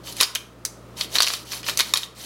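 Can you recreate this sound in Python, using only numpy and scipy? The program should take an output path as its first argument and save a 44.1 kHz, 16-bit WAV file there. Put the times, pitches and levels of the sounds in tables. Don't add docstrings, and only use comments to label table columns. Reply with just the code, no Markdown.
import sys
import numpy as np
from scipy import signal
from scipy.fft import rfft, irfft, next_fast_len
from scipy.io import wavfile

SR = 44100
rng = np.random.default_rng(int(sys.argv[2]) if len(sys.argv) > 2 else 0)


def dump_mix(stems):
    frames = np.atleast_2d(stems).T
    limited = np.clip(frames, -1, 1)
    pcm = np.round(limited * 32767).astype(np.int16)
    wavfile.write(sys.argv[1], SR, pcm)


N = 99225

# start in seconds, level in dB, bass lift in dB, treble lift in dB,
# splintering time in ms, own pitch in Hz.
CRACKS = [(0.0721, -34.5, -10, -4.5, 2, 2480), (0.124, -31.5, -26, 5, 3.3, 10800),
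          (0.167, -30.5, 3, 14.5, 2, 2430), (0.2022, -11.5, -7, -10, 3.8, 3630),
          (.2103, -2, 6, 11.5, 1.23, 1044), (.2135, -11, -1, 20, 10, 2140), (.2252, -8, 8.5, -1, 1.8, 4700),
          (0.2309, -3, 0, -1, 1.3, 4640), (.2355, -20, -5, 6, 3.8, 4480), (0.356, -11, 7, 1, 1.4, 3300),
          (1.0098, -15, 0, -1, 2.2, 3460), (1.1547, -12.5, -3.5, -6, 1.1, 4130),
          (1.1617, -16.5, 4, -5, 1.3, 6100), (1.1682, -21.5, 15.5, -9, 2, 4390),
          (1.184, -9.5, 2, -10, 1.9, 4200), (1.2038, -4, 4.5, -0.5, 1.4, 4460),
          (1.2217, -6.5, -1.5, 9, 1.9, 4300), (1.23, -8.5, 3.5, 5.5, 2.1, 5700),
          (1.2441, -13.5, 3, 2, 2, 4330), (1.267, -13.5, 1, 1, 3.3, 4900), (1.273, -13.5, 6, -1, 2, 2480),
          (1.2825, -14.5, 4, 11, 1.8, 4700), (1.3023, -18, 8, -10, 1.1, 4270),
          (1.3361, -15, 3.5, 3.5, 2.9, 4700), (1.518, -23, 3, 2, 3.9, 6050),
          (1.5328, -25.5, 19.5, 7, 1.1, 5900), (1.6301, -31, 2, -3, 3.4, 2520),
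          (1.6415, -30, -6, -20.5, 3.7, 3050), (1.6641, -25, 2, -5, 6, 2450),
          (1.686, -17, 17, -2, 1.5, 1920), (1.6942, -19.5, 1, -1, 3.2, 3720),
          (1.791, -15.5, 5, 14, 1.3, 6050), (1.7969, -13, 3, -15, 2.1, 3150), (1.805, -8, 0, 4, 2.64, 2210),
          (1.9555, -11.5, 4, -12.5, 3.1, 3227), (1.9723, -9.5, 4, 12, 2, 3860),
          (2.0318, -18, 0, -7, 2.2, 3670)]
# frequency in Hz, gain in dB.
CRACK_COLOUR = [(40, -63), (250, -23), (430, -10), (680, -8.5), (840, -15.5), (1050, -5), (2500, 0.5),
                (4200, 3.5), (6000, 0.5), (8000, -6.5), (11000, -8.5), (15500, -21)]
BASS_HZ, TREBLE_HZ = 2480, 7000
CRACK_RING_DB = 1.5
SPREAD_MS, SPREAD_HZ, SPREAD_WIDTH_HZ = 1.027, 4606, 1970


def cracks(size=4096):
    out = np.zeros(N + size)
    f = np.fft.rfftfreq(size, 1 / SR)
    bass = 1 / (1 + (f / BASS_HZ) ** 4)
    treble = 1 - 1 / (1 + (f / TREBLE_HZ) ** 6)
    delay_ms = SPREAD_MS * np.exp(-((f - SPREAD_HZ) / SPREAD_WIDTH_HZ) ** 2)
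    for start, db, bass_db, treble_db, splinter_ms, pitch_hz in CRACKS:
        colour = amp(along(CRACK_COLOUR, f) + bass_db * bass + treble_db * treble)
        colour = colour * body(f, CRACK_RING_DB) * accent(f, pitch_hz)
        out[round(start * SR):][:size] += snap(db, splinter_ms, colour, delay_ms)
    return out[:N]


BREAK_MS = 0.13
CRUMBLE_DB, CRUMBLE_S = -2, 0.0098
CRACK_S = 0.003


def snap(db, splinter_ms, gain, delay_ms=0):
    size = 2 * (len(gain) - 1)
    t = np.arange(size) / SR
    noise = rng.standard_normal((2, size))
    splinters = normed(noise[0] * np.exp(-(t * 1000 / splinter_ms) ** 3) * (t > 0))
    crumbs = amp(CRUMBLE_DB) * normed(noise[1] * np.exp(-t / CRUMBLE_S))
    burst = np.sqrt(BREAK_MS) * (t == 0) + np.sqrt(splinter_ms) * (splinters + crumbs)
    late = np.exp(-2j * np.pi * np.cumsum(delay_ms / 1000) * SR / size)
    coloured = irfft(rfft(burst) * causal(gain) * late)
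    fade = np.cos(np.pi / 2 * t / t[-1])
    return amp(db) * np.sqrt(CRACK_S * SR) * normed(fade * coloured)


ACCENT_DB, ACCENT_Q = 6.5, 7


def accent(f, hz):
    detune = 2 * ACCENT_Q * (f / hz - 1)
    return np.sqrt(1 + amp(ACCENT_DB) ** 2 / (1 + detune ** 2))


# frequency in Hz, width in Hz, level in dB.
BODY = [(948, 35, -1), (1180, 260, -6.5), (1887, 240, -10.5), (2420, 170, -11), (3082, 140, -1.5),
        (3767, 180, -5.5), (4266, 160, -6), (4700, 810, -11.5), (5940, 480, -13.5), (10800, 150, -1),
        (13100, 360, -10)]


def body(f, ring_db):
    ring = sum(amp(db) * 1j * f * width / (hz * hz - f * f + 1j * f * width) for hz, width, db in BODY)
    return abs(1 + amp(ring_db) * ring)


# start in seconds, level in dB, splintering time in ms.
TICKS = [(0.351, -12.5, 3.3), (.6510, -13.5, 1.9), (1.7737, -15, 2.4)]
# frequency in Hz, gain in dB.
TICK_COLOUR = [(100, -50), (700, -27.5), (2350, -14), (3350, -16.5), (3900, -6.5), (5600, -11.5),
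               (7200, -9.5), (10500, -11), (15500, -19.5)]
TICK_HZ = 6050


def ticks(size=4096):
    out = np.zeros(N + size)
    f = np.fft.rfftfreq(size, 1 / SR)
    colour = amp(along(TICK_COLOUR, f)) * accent(f, TICK_HZ)
    for start, db, splinter_ms in TICKS:
        out[round(start * SR):][:size] += snap(db, splinter_ms, colour)
    return out[:N]


# frequency in Hz, level in dB, 60 dB decay time in seconds.
KNOCK_MODES = [(1190, -6.5, 0.015), (1800, -9.5, 0.0092), (2490, -4.5, 0.01), (3740, 0, 0.02),
               (4390, -1.5, 0.013), (5460, -0.5, 0.011), (6900, -4, 0.0099), (11000, -6, 0.0068)]
KNOCK_AT_S, KNOCK_DB = 1.9377, -3.5
KNOCK_RISE_S, KNOCK_SNAP_DB = 0.0004, -9


def knock(size=4096):
    out = np.zeros(N + size)
    t = np.arange(size) / SR
    f = np.fft.rfftfreq(size, 1 / SR)
    ring = sum(amp(db - 60 * t / t60) * np.sin(2 * np.pi * (hz * t + rng.random()))
               for hz, db, t60 in KNOCK_MODES)
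    ring = np.sqrt(CRACK_S * SR) * normed(ring * (1 - np.exp(-t / KNOCK_RISE_S)))
    blow = ring + snap(KNOCK_SNAP_DB, 1, amp(along(TICK_COLOUR, f)))
    out[round(KNOCK_AT_S * SR):][:size] += amp(KNOCK_DB) * blow
    return out[:N]


# time in seconds, level in dB.
PUSHES = [
    [(.035, -50), (.075, -35.5), (.10, -36), (.145, -47), (.195, -33), (.235, -15), (.255, -35.5),
     (.33, -63)],
    [(.955, -62), (.975, -37), (1.01, -31.5), (1.05, -36), (1.075, -55)],
    [(1.09, -53), (1.135, -34), (1.155, -22), (1.182, -30.5), (1.352, -28), (1.385, -38.5), (1.44, -46.5)],
    [(1.45, -45.5), (1.50, -37.5), (1.53, -28.5), (1.58, -35.5), (1.62, -46)],
    [(1.645, -42.5), (1.69, -23.5), (1.72, -36), (1.765, -45.5), (1.80, -20.5), (1.83, -34.5),
     (1.90, -36.5), (1.93, -44)],
    [(1.939, -36), (1.97, -22), (2.001, -35.5), (2.04, -32), (2.07, -48.5)],
    [(2.15, -49), (2.19, -37), (2.25, -33.5)],
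]
# frequency in Hz, gain in dB.
RASP_COLOUR = [(150, -22), (600, 1), (1200, -8), (2400, -2.5), (4200, 2.5), (6000, 0.5), (8000, -3),
               (11500, -4), (15500, -9)]
RUB_DB, RASP_RING_DB = 2, 3.5


def rasp():
    t = np.arange(N) / SR
    level = sum(amp(np.interp(t, *np.transpose(push), left=-120, right=-120)) for push in PUSHES)
    force = unit(grit()) + amp(RUB_DB) * rng.standard_normal(N)
    f = np.fft.rfftfreq(2048, 1 / SR)
    answer = irfft(causal(amp(along(RASP_COLOUR, f)) * body(f, RASP_RING_DB)))
    return level * unit(signal.fftconvolve(force, answer)[:N])


GRAINS_PER_S, GRAIN_SPREAD_DB = 1800, 2.5
GRAIN_HZ, GRAIN_S = (864, 15080), 0.00085


def grit(size=256):
    t = np.arange(size) / SR
    count = int(GRAINS_PER_S * N / SR)
    when, pitch, chance = rng.random((count, 3)).T[:, :, None]
    sizes = amp(GRAIN_SPREAD_DB * np.minimum(-np.log(1 - chance), 4))
    hz = np.interp(pitch, [0, 1], GRAIN_HZ)
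    pings = sizes * np.exp(-t / GRAIN_S) * np.sin(2 * np.pi * hz * t)
    places = (when * N).astype(int) + np.arange(size)
    return np.bincount(places.ravel(), pings.ravel(), N)[:N]


# frequency in Hz, 60 dB decay time in seconds.
ROOM = [(200, 0.18), (1000, 0.55), (4000, 0.32), (9000, 0.33), (15000, 0.28)]
ROOM_DB, ROOM_DELAY_S = -13.5, 0.012
EARLY_DB, EARLY_FROM_S, EARLY_SPAN_S = -12.5, 0.0027, 0.0074


def kitchen(x, count=10):
    out = np.zeros(2 * N)
    for part in np.array_split(np.arange(N), count):
        hz, t, bands = signal.stft(rng.standard_normal(SR // 2), SR, nperseg=256)
        decay = amp(-60 * t / along(ROOM, hz)[:, None])
        tail = signal.istft(bands * decay, SR, nperseg=256)[1]
        tail *= np.arange(len(tail)) / SR > ROOM_DELAY_S
        delays = ((EARLY_FROM_S + EARLY_SPAN_S * rng.random(size=12)) * SR).astype(int)
        early = np.bincount(delays, rng.standard_normal(len(delays)), len(tail))
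        answer = amp(ROOM_DB) * tail / np.linalg.norm(tail)
        answer = answer + amp(EARLY_DB) * early / np.linalg.norm(early)
        echo = signal.fftconvolve(x[part], answer)
        out[part[0]:][:len(echo)] += echo
    return out[:N]


# frequency in Hz, rms level in dB before the gain control.
HUM = [(59.7, -53.5), (119.5, -50), (172.3, -56.5), (200, -59)]
# frequency in Hz, gain in dB.
AIR_COLOUR = [(25, -31), (50, -21), (90, -13.5), (150, -12), (330, -7), (620, -11.5), (750, -18),
              (1300, -15), (1550, -23.5), (4000, -30.5), (16000, -42)]
AIR_DB = -45.5


def appliances():
    t = np.arange(N) / SR
    hum = sum(np.sqrt(2) * amp(db) * np.sin(2 * np.pi * (hz * t + rng.random())) for hz, db in HUM)
    air = filtered(rng.standard_normal(N), lambda f: amp(along(AIR_COLOUR, f)))
    return hum + amp(AIR_DB) * unit(air)


def scene():
    grinder = cracks() + ticks() + knock() + rasp()
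    return (grinder + kitchen(grinder) + appliances())[None]


AGC_THRESHOLD_DB, AGC_SLOPE = -16, 0.68
AGC_WINDOW_S, AGC_ATTACK_S, AGC_RELEASE_DB_PER_S = 0.0044, 0.0022, 9.5
CLIP_TOP, TOP_HZ = 0.56, 16000


def record(dry):
    x = dry[0]
    released = AGC_RELEASE_DB_PER_S * np.arange(N) / SR
    level_db = 10 * np.log10(lag(x ** 2, AGC_WINDOW_S) + 1e-12)
    over_db = np.maximum(level_db - AGC_THRESHOLD_DB, 0)
    duck_db = np.maximum.accumulate(AGC_SLOPE * over_db + released) - released
    x = x * amp(-lag(duck_db, AGC_ATTACK_S))
    x = x / (1 + abs(x / CLIP_TOP) ** 6) ** (1 / 6)
    return filtered(x, lambda f: f < TOP_HZ)[None]


def amp(db):
    return 10 ** (np.asarray(db) / 20)


def unit(x):
    return x / np.sqrt(np.mean(x ** 2) + 1e-20)


def normed(x):
    return x / (np.linalg.norm(x) + 1e-12)


def along(points, hz):
    f, values = np.transpose(points)
    return np.interp(np.log(hz + 1), np.log(f + 1), values)


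def filtered(x, response):
    m = next_fast_len(len(x) + SR // 4)
    return irfft(rfft(x, m) * response(np.fft.rfftfreq(m, 1 / SR)), m)[:len(x)]


def causal(gain):
    cepstrum = irfft(np.log(np.maximum(gain, 1e-6)))
    half = len(cepstrum) // 2
    cepstrum[1:half] *= 2
    cepstrum[half + 1:] = 0
    return np.exp(rfft(cepstrum))


def lag(x, seconds):
    keep = np.exp(-1 / (seconds * SR))
    return signal.lfilter([1 - keep], [1, -keep], x)


dry = scene()
out = record(dry)
dump_mix(out)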